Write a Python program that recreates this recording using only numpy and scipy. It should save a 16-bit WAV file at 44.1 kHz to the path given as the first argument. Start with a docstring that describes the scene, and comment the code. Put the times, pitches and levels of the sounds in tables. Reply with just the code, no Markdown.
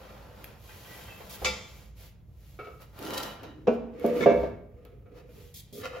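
"""A hollow steel post is fitted onto the steel base frame of a treadmill, in a garage with a low rumble.
First hands slide and squeak on the tube, clothes rustle and knees shuffle on cardboard. At 1.45 s the post
is stood up and its foot clanks on the floor; light taps follow. At 3 s it drags, crunches grit and lifts.
Its bracket knocks on the frame at 3.7 s, then it scrapes into its seat and drops home at 4.26 s, ringing
the frame. Last it is rocked in the joint, steel grinding and rasping on steel."""
import sys
import numpy as np
from scipy import signal
from scipy.fft import rfft, irfft, next_fast_len
from scipy.io import wavfile
from scipy.ndimage import uniform_filter1d, map_coordinates

SR = 44100
rng = np.random.default_rng(int(sys.argv[2]) if len(sys.argv) > 2 else 0)


def wrap_up_sound(samples):
    """Save the sound to the file named by the first command line argument, as 16-bit audio."""
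    columns = np.atleast_2d(samples).T
    # keep every value between -1 and 1, then stretch to whole-number steps
    tamed = np.clip(columns, -1, 1)
    steps = np.round(tamed * 32767).astype(np.int16)
    wavfile.write(sys.argv[1], SR, steps)


N = 264600

# Resonances of the hollow post as it is lifted. Each row: centre in Hz, width in Hz, level in dB.
HOLLOW_POST = [(800, 35, -2), (985, 33, 1), (1070, 30, -7), (1360, 45, 0), (1840, 50, -5), (2920, 40, -3),
               (3070, 60, -5), (3820, 60, -8), (3970, 50, -7)]
# Tone of grit under the foot. Each row: frequency in Hz, level in dB.
GRIT_COLOUR = [(400, -12), (1500, -3), (4000, 6), (7000, 1), (13000, -2), (16000, -8)]


def amp(db):
    return 10 ** (np.asarray(db) / 20)


def unit(x):
    return x / np.sqrt(np.mean(x ** 2) + 1e-20)


def along(points, hz):
    """Read a curve of (Hz, value) points on a log axis."""
    f, v = np.transpose(points)
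    return np.interp(np.log(hz + 1), np.log(f), v)


def wobble(rate):
    """A smooth random curve, rate knots a second."""
    return map_coordinates(rng.standard_normal(int(N * rate / SR) + 4), [np.arange(N) * rate / SR])


def filtered(x, response):
    """Shape x with a complex frequency response."""
    n = x.shape[-1]
    m = next_fast_len(n + 8192)
    return irfft(rfft(x, m) * response(np.fft.rfftfreq(m, 1 / SR)), m)[..., :n]


def colour(points):
    """EQ curve through (Hz, dB) points."""
    return lambda hz: amp(along(points, hz))


def body(peaks):
    """Causal response of a set of resonances, alternating in polarity."""
    return lambda f: sum((-1) ** k * amp(db) * 1j * f * width / (hz * hz - f * f + 1j * f * width)
                         for k, (hz, width, db) in enumerate(peaks))


def pair(size, response=np.ones_like):
    """Coloured noise at two microphones, most alike in the bass and the top treble."""
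    # Each row: frequency in Hz, correlation of left and right.
    likeness = [(60, 0.96), (480, 0.72), (850, 0.27), (1500, 0.58), (4000, 0.45), (6500, 0.41), (8600, 1),
                (13000, 1)]
    m = next_fast_len(size)
    hz = np.fft.rfftfreq(m, 1 / SR)
    turn = np.arccos(np.clip(along(likeness, hz), -1, 1)) / 2
    mid, side = rfft(rng.standard_normal((2, m))) * response(hz) * [np.cos(turn), np.sin(turn)]
    return irfft(np.array([mid + side, mid - side]), m)[:, :size]


def add(track, start, sound):
    """Mix a sound in at start seconds."""
    part = track[:, round(start * SR):][:, :sound.shape[-1]]
    part += sound[..., :part.shape[-1]]


def speed(middle, length):
    """Speed of a limb, 0-1: it gathers pace and comes to rest again in half a sine."""
    u = (np.arange(N) / SR - middle) / length
    return np.cos(np.pi * np.clip(u, -.5, .5)) * (np.abs(u) < .5)


def swings(rows):
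    """Envelope of smooth moves: louder the faster they go."""
    return sum(amp(db) * speed(middle, length) for middle, length, db in rows)


def strokes(rows, fade_s):
    """Envelope of short rubbing strokes that bite quickly and die away after they end."""
    gain, t = np.zeros((1, N)), np.arange(SR) / SR
    attack = np.clip(t / 0.0017, 0, 1)
    for start, length, db in rows:
        add(gain, start, amp(db) * attack * np.exp(-np.maximum(t - length, 0) / fade_s))
    return gain


def friction(response, grain_db, slips_hz):
    """Stereo rubbing of rms 1: many tiny slips of uneven size excite a body."""
    return unit(filtered(pair(N) * amp(grain_db * wobble(slips_hz)), response))


def strikes(blows, modes, clatter_colour, clatter_t60, tail_db, spread, looseness):
    """Each blow rings the modes at new strengths, over a brief clatter that lingers faintly."""
    size, block = 3 * SR // 4, SR // 1000
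    out, t = np.zeros((2, N)), np.arange(size) / SR
    hz, db, t60 = np.transpose(modes)[:, :, None]
    centre_hz = np.average(hz, weights=amp(2 * db))
    attack, decay = 1 - np.exp(-t / 0.0016), amp(-60 * t / t60)
    for start, level_db, bright_db, clatter_db in blows:
        strength, offset, angle = rng.standard_normal((3, len(modes), 1))
        tilt = lambda f: amp(bright_db * np.log2(np.clip(f, 200, 8000) / centre_hz))
        gain = amp(db + 0.99 * strength) * tilt(hz)
        # loose contact makes the phase of every mode drift
        steps = rng.standard_normal((len(modes), size // block + 1)) * np.sqrt(block / SR)
        walk = np.repeat(np.cumsum(steps, axis=1), block, axis=1)[:, :size]
        phase = 2 * np.pi * hz * t + 0.93 * offset + looseness * uniform_filter1d(walk, block)
        # each mode reaches the two microphones at a slightly different phase
        mid = np.sum(gain * np.cos(spread * angle) * decay * np.sin(phase), axis=0)
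        side = np.sum(gain * np.sin(spread * angle) * decay * np.cos(phase), axis=0)
        ring = np.array([mid + side, mid - side]) / np.sqrt(np.sum(gain ** 2) / 2)
        clatter = unit(pair(size, lambda f: colour(clatter_colour)(f) * tilt(f)))
        clatter *= amp(-60 * t / clatter_t60) + amp(tail_db - 60 * t / 0.79)
        add(out, start, amp(level_db) * (ring + amp(clatter_db) * clatter) * attack)
    return out


def room_rumble():
    """A steady bed of low room noise, leaning right."""
    # Each row: frequency in Hz, level in dB.
    tone = [(22, -24.5), (40, -17), (56, 6), (75, -3.5), (110, 0), (180, -10), (260, -21.5), (500, -26),
            (1000, -37), (3000, -58), (15000, -52)]
    return amp(-51.5) * unit(filtered(pair(N), colour(tone))) * amp([[-.8], [.8]])


def garage(x):
    """Reverb of the bare walls; each frequency dies at its own speed."""
    # Each row: frequency in Hz, t60 in seconds.
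    decay_times = [(100, 0.96), (500, 0.56), (2000, 0.66), (6000, 0.39), (14000, 0.17)]
    hz, t, bands = signal.stft(pair(SR), SR, nperseg=256)
    tail = signal.istft(bands * amp(-60 * t / along(decay_times, hz)[:, None]), SR, nperseg=256)[1]
    tail = np.pad(tail / np.linalg.norm(tail[0]), ((0, 0), (SR // 150, 0)))  # pre-delay
    return signal.fftconvolve(x.mean(axis=0)[None], tail, axes=1)[:, :N]


def early_reflections(x):
    """The nearby floor, carton and deck comb the sound above the bass."""
    # Each row: delay in seconds, level in dB.
    echoes = [(.0013, -31.5), (.0021, -25), (.0037, -26.5), (.0058, -10)]
    comb = lambda f: sum(amp(db) * np.exp(-2j * np.pi * f * delay) for delay, db in echoes)
    return filtered(x, lambda f: 1 + f / (f + 700) * comb(f))


def shuffling():
    """Each shift of the body rustles clothes and drags knees on cardboard, louder with speed."""
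    # Each row: middle and length in seconds, clothes level and cardboard level in dB.
    moves = [(0.036, 1, -64, -52), (0.452, 0.37, -63, -53), (0.742, 0.39, -55.5, -57),
             (0.952, 0.41, -53, -53.5), (1.235, 1, -57, -53.5), (1.452, 0.18, -50.5, -59),
             (1.765, 0.34, -60.5, -61), (2.032, .18, -56, -61), (2.493, 0.29, -65.5, -84),
             (2.66, 0.94, -68.5, -70.5), (2.824, 0.067, -59, -52.5), (3.157, 0.48, -49.5, -40),
             (3.43, 0.27, -77.5, -53), (3.736, 0.078, -69.5, -49.5), (4.066, 0.14, -59, -48.5),
             (4.193, 0.18, -53.5, -44), (4.386, 0.29, -66, -49.5), (5.178, 0.099, -69.5, -57.5),
             (5.414, 0.33, -61.5, -67), (5.9, 0.77, -69, -73)]
    # Tone of each material. Each row: frequency in Hz, level in dB.
    cloth = [(1000, -11), (2200, 3), (3500, 2), (5500, -0.5), (7500, -2.5), (9000, -4.5), (12000, 0.5),
             (16000, -6)]
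    cardboard = [(100, -13.5), (200, 1), (350, -0.5), (520, 4.5), (670, 2.5), (950, -1), (1180, -2.5),
                 (1380, -2.5), (1600, -7.5), (3000, -13.5), (5000, -17.5), (9000, -33)]
    power = sum(np.outer(amp([cloth_db, card_db]), speed(middle, length) ** 1.28) ** 2
                for middle, length, cloth_db, card_db in moves)
    cloth_gain, card_gain = np.sqrt(power)
    rustle = cloth_gain * friction(colour(cloth), grain_db=1, slips_hz=500)
    knees = card_gain * friction(colour(cardboard), grain_db=1, slips_hz=150)
    return rustle + knees


def ticks():
    """Cable and clothing give small, sharp ticks."""
    # Each row: start in seconds, level in dB.
    cues = [(0.4431, -35.5), (1.0383, -48.5), (2.82, -47), (2.9906, -40), (3.4328, -46.5), (3.9971, -47),
            (4.063, -38), (4.8509, -51.5)]
    # Each row: frequency in Hz, level in dB.
    tone = [(500, -19), (2500, 6), (7000, -7.5), (13000, 3.5), (16000, -8)]
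    out, t = np.zeros((2, N)), np.arange(SR // 10) / SR
    for start, db in cues:
        add(out, start, amp(db - 60 * t / 0.014) * unit(pair(len(t), colour(tone))))
    return out


def thumps():
    """Shifting weight thumps through the floor and deck."""
    # Each row: start and length in seconds, level in dB.
    shifts = [(1.2, 0.21, -59.5), (1.44, 0.072, -50.5), (1.72, 0.22, -70), (4.27, 0.23, -45)]
    # Each row: resonance and width in Hz, level in dB.
    floor = [(62, 15, -1.5), (96, 82, -7.5), (196, 43, -4)]
    return strokes(shifts, fade_s=.05) * friction(body(floor), grain_db=2, slips_hz=25)


def palm_slides():
    """A palm hisses over the paint."""
    # Each row: start and length in seconds, level in dB.
    slides = [(1.295, 0.065, -46.5), (5.54, 0.065, -47.5), (5.726, 0.092, -50.5)]
    # Each row: resonance and width in Hz, level in dB.
    skin = [(2100, 650, -2.5), (2950, 230, -5), (3260, 380, 7.5), (5500, 4900, 1), (9000, 1200, 8),
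            (13800, 15000, 0.5)]
    return strokes(slides, fade_s=0.0047) * friction(body(skin), grain_db=1, slips_hz=510)


def grips():
    """A gripping hand catches on the tube, ringing it while damping it."""
    # Each row: start and length in seconds, level in dB.
    slides = [(0.03, 0.042, -60), (0.69, 0.0079, -52.5), (0.83, 0.18, -57), (1.08, 0.027, -51.5),
              (1.3, 0.064, -53.5), (3.229, 0.023, -50)]
    # Each row: resonance and width in Hz, level in dB.
    damped_tube = [(866, 18, 4.5), (1150, 56, -2), (1340, 30, -11.5), (1570, 69, -1.5), (1970, 130, -4),
                   (2400, 60, -5), (2680, 12, 5), (3157, 26, 3.5)]
    return strokes(slides, fade_s=.035) * friction(body(damped_tube), grain_db=3, slips_hz=70)


def squeaks():
    """Skin sticks and slips on the paint fast enough to give faint, unsteady tones."""
    # Each row: middle and length in seconds, level in dB, pitch in Hz, glide in Hz per second.
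    cues = [(.705, .06, -58, 2500, 2500), (.93, .14, -55, 1955, 650), (1.125, .13, -55.5, 2620, 0),
            (1.1, .2, -60, 3135, 0)]
    waver_hz = 16
    t, out = np.arange(N) / SR, np.zeros(N)
    for middle, length, db, hz, glide in cues:
        pitch = hz + glide * np.clip(t - middle, -length, length) + waver_hz * wobble(150)
        envelope = amp(db + 3 * wobble(70)) * speed(middle, length)
        out += envelope * np.sin(2 * np.pi * np.cumsum(pitch) / SR)
    return out


def crunch():
    """Single grains of grit crack under the foot; each ticks and briefly rings the hollow post."""
    # Each row: middle and length in seconds, level in dB.
    cues = [(3.15, 0.32, -51.5)]
    grains_per_s = 80
    cracks, count = np.zeros(N), int(grains_per_s * N / SR)
    cracks[rng.integers(N, size=count)] = amp(rng.uniform(-14, 0, count)) * rng.choice([-1, 1], count)
    tick = unit(filtered(cracks, colour(GRIT_COLOUR)))
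    ring = unit(filtered(cracks, body(HOLLOW_POST)))
    return swings(cues) * (tick + amp(2) * ring)


def lifting():
    """The foot groans over cardboard and grates as it comes up; the hollow post rings along."""
    # Strokes of the foot. Each row: start and length in seconds, level in dB.
    drags = [(2.995, 0.11, -43), (3.42, 0.29, -53.5)]
    catches = [(3.0258, .003, -42.5), (3.0488, 0.0034, -43), (3.0697, 0.0039, -45), (3.133, 0.019, -40),
               (3.176, 0.01, -39), (3.228, 0.011, -39)]
    # Each row: resonance and width in Hz, level in dB.
    groan = [(303, 53, 0.5), (466, 220, -16.5)]
    # Swings up and over the frame. Each row: middle and length in seconds, level in dB.
    lifts = [(3.18, 0.38, -47), (3.48, 0.16, -57.5)]
    drag = strokes(drags, fade_s=0.068) * friction(body(groan), grain_db=-1.5, slips_hz=97)
    ring = swings(lifts) * friction(body(HOLLOW_POST), grain_db=5, slips_hz=100)
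    grating = strokes(catches, fade_s=.004) * friction(colour(GRIT_COLOUR), grain_db=4.5, slips_hz=270)
    return drag + ring + grating


def edge_scrapes():
    """The post's edge sticks and slips, squealing into its seat."""
    # Each row: start and length in seconds, level in dB.
    scrapes = [(3.995, 0.14, -58), (4.206, 0.0089, -29.5), (4.222, 0.022, -31.5), (4.292, 0.027, -37.5)]
    # Each row: resonance and width in Hz, level in dB.
    edge = [(249, 120, 2.5), (1320, 140, -3), (1726, 17, 3), (2200, 47, 5.5), (3550, 190, -10),
            (6140, 1700, -26.5)]
    return strokes(scrapes, fade_s=0.0099) * friction(body(edge), grain_db=2, slips_hz=430)


def plate_rasps():
    """The bolt plate slips on the frame with a ringing rasp."""
    # Each row: middle and length in seconds, level in dB, brightness in dB per octave.
    scrapes = [(5.187, 0.078, -63, 2), (5.842, 0.1, -48, 0), (5.856, 0.059, -36.5, -0.5),
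               (5.971, .16, -44, -3)]
    # Each row: resonance and width in Hz, level in dB.
    plate = [(506, 30, 6), (720, 110, -4), (1210, 130, 0), (1430, 60, 0), (1740, 55, -3), (2080, 110, -6),
             (2600, 220, -6), (3100, 180, -8.5), (3830, 50, -8), (4140, 60, -11), (5000, 1400, -18)]
    out = np.zeros((2, N))
    for middle, length, db, bright_db in scrapes:
        ring = lambda f: body(plate)(f) * amp(bright_db * np.log2(np.clip(f, 500, 8000) / 1000))
        out += amp(db) * speed(middle, length) * friction(ring, grain_db=3, slips_hz=250)
    return out


def rocking():
    """Steel grinds low on steel as the post is pushed about in its joint."""
    # Each row: middle and length in seconds, level in dB.
    pushes = [(4.02, 0.21, -40.5), (4.12, 0.17, -34.5), (4.205, 0.12, -30), (4.77, 0.2, -60),
              (4.92, 0.32, -58), (5.18, 0.29, -54), (5.4, 0.23, -56), (5.81, 0.16, -45),
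              (5.98, 0.14, -52.5)]
    # Each row: resonance and width in Hz, level in dB.
    joint = [(223, 89, -9.5), (291, 40, -1.5), (414.6, 34, 1.5), (486.4, 20, 6.5), (610, 46, -15.5),
             (695, 11, -8.5), (1208, 81, -18.5), (2240, 840, -26)]
    return swings(pushes) * friction(body(joint), grain_db=2, slips_hz=90) * amp([[-1], [1]])


def knocks():
    """The post clanks on the floor, is tapped, bumps its bracket on the frame and drops into its seat."""
    # The hits. Each row: start in seconds, level in dB, brightness in dB per octave,
    # clatter in dB against the ring.
    clanks = [(1.4455, -28, 1, 4), (1.4555, -22, -1, -11), (1.476, -44.5, -6.5, 8), (1.532, -51, 34, -26),
              (1.56, -57, -4.5, 3)]
    taps = [(1.202, -54, -1.5, 9.5), (1.4168, -45, -7, 10.5), (2.589, -38, -0.5, -9.5),
            (2.597, -46.5, 5, -12), (2.645, -50.5, 8, -8), (2.668, -44, -1, -7.5), (4.85, -62.5, 1.5, 3.5),
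            (5.058, -59, -2, -5.5)]
    bumps = [(3.434, -48.5, 3, 7), (3.6705, -21.5, -1.5, 0.5), (3.678, -16, -3.5, -6.5),
             (4.043, -25, -4, -17), (5.288, -50.5, -0.5, -26)]
    drops = [(4.043, -20, -6, -6.5), (4.203, -36, -11, 8.5), (4.2595, -11.5, -2, -5.5),
             (4.312, -23, -6.5, 1), (4.43, -41, -1.5, 11.5), (5.726, -44.5, -16, -6.5)]
    # Modes of the struck parts. Each row: frequency in Hz, level in dB, t60 in seconds.
    post = [(508, -4, .24), (867, -9.5, .36), (1187, -11, .3), (1380, -3, .27), (2024, -3, .29),
            (2080, -9, .22), (2132, -15, .6), (2272, 5, .23), (2331, 5.5, .24), (2638, -4, .23),
            (3214, -12, .58), (3460, -9, .26), (3505, -3, .37), (3774, -6.5, .28), (3835, -13, .36),
            (4231, -9, .27), (4716, -7, .33), (4969, -10, .3), (5035, -14, .38), (5235, -9, .33),
            (5275, -13, .4), (5346, -15, .48), (5706, -19, .45), (7190, -14, .24)]
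    thin_wall = [(435, -4, 0.45), (500, -8.5, 0.35), (704, -9, 0.25), (1287, -6.5, 0.62), (1390, -5, 0.15),
                 (2240, -10, 0.2), (2330, -15.5, .3), (2660, -20.5, 0.33)]
    bracket = [(226, -12, .15), (232, -16, .78), (345, -24, .5), (425, -10, .37), (492, 2, .15),
               (576, -18, .34), (646, -9, .15), (641, -26, .7), (791, -23, .25), (1147, -26, .4),
               (1350, -26, .3), (1480, -23, .3), (2375, -22, .2), (2500, -24, .18), (2650, -23, .14),
               (2810, -25, .2)]
    frame = [(167, -21, .6), (233, -11.5, .4), (342, -14, .35), (410, 1, .33), (482, -7, .33),
             (506, -1, .39), (576, -2, .42), (662, -10, .3), (684, -2.5, .41), (915, -19, .42),
             (990, -21, .45), (1168, -16, .38), (1577, -22, .42), (1694, -18, .39), (2191, -22, .44),
             (2290, -20.5, .41), (2625, -26, .5), (2760, -25, .3)]
    # Tone of each part's clatter of dense modes. 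Each row: frequency in Hz, level in dB.
    post_tone = [(59, -48.5), (100, -37), (502, -8), (1010, -11), (1360, -9.5), (1480, -15.5), (2320, -13),
                 (7290, -13), (8640, -27.5), (14100, -42), (16000, -68)]
    wall_tone = [(100, 0.5), (250, -14), (550, 9.5), (1300, -0.5), (2500, -5), (4000, -10.5), (15000, -59)]
    bracket_tone = [(47, -69.5), (80, -45), (227, -11), (346, -16), (493, -7.5), (563, -29), (643, -11.5),
                    (1250, -26), (2000, -35), (2600, -32), (4200, -44), (6310, -46), (10000, -75),
                    (11500, -61.5), (16000, -86.5)]
    frame_tone = [(35, -67), (60, -40), (354, -12.5), (408, -12.5), (621, -6.5), (682, -5), (732, -16.5),
                  (1820, -35.5), (2250, -36), (6580, -48.5), (9350, -94), (13900, -64.5), (16000, -116)]
    clank = strikes(clanks, post, post_tone, clatter_t60=.1, tail_db=-15, spread=.35, looseness=4.2)
    tap = strikes(taps, thin_wall, wall_tone, clatter_t60=.23, tail_db=-31.5, spread=.3, looseness=13.5)
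    bump = strikes(bumps, bracket, bracket_tone, clatter_t60=.11, tail_db=-16, spread=.2, looseness=.8)
    drop = strikes(drops, frame, frame_tone, clatter_t60=.16, tail_db=-16, spread=.2, looseness=2.4)
    return clank * amp([[.4], [-.4]]) + tap + (bump + drop) * amp([[-1], [1]])


def scene():
    """Hits and rubbing over the room's rumble; the rubbing sends more to the reverb."""
    hits = knocks()
    steel = edge_scrapes() + plate_rasps() + rocking()
    handling = shuffling() + palm_slides() + ticks() + grips() + lifting() + thumps() + squeaks()
    rubbing = early_reflections(steel + handling + crunch())
    return room_rumble() + hits + rubbing + garage(amp(-11.5) * hits + amp(-6) * rubbing)


def record(dry):
    """The right microphone's port resonates, turning the treble phase full circle; the top is cut off."""
    port_hz, width_hz, top_hz = 8600, 2800, 15900
    pole = lambda f: port_hz ** 2 - f * f + 1j * f * width_hz
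    right = filtered(dry[1], lambda f: np.conj(pole(f)) / pole(f))
    return filtered(np.array([dry[0], right]), lambda hz: hz < top_hz)


dry = scene()
out = record(dry)
wrap_up_sound(out)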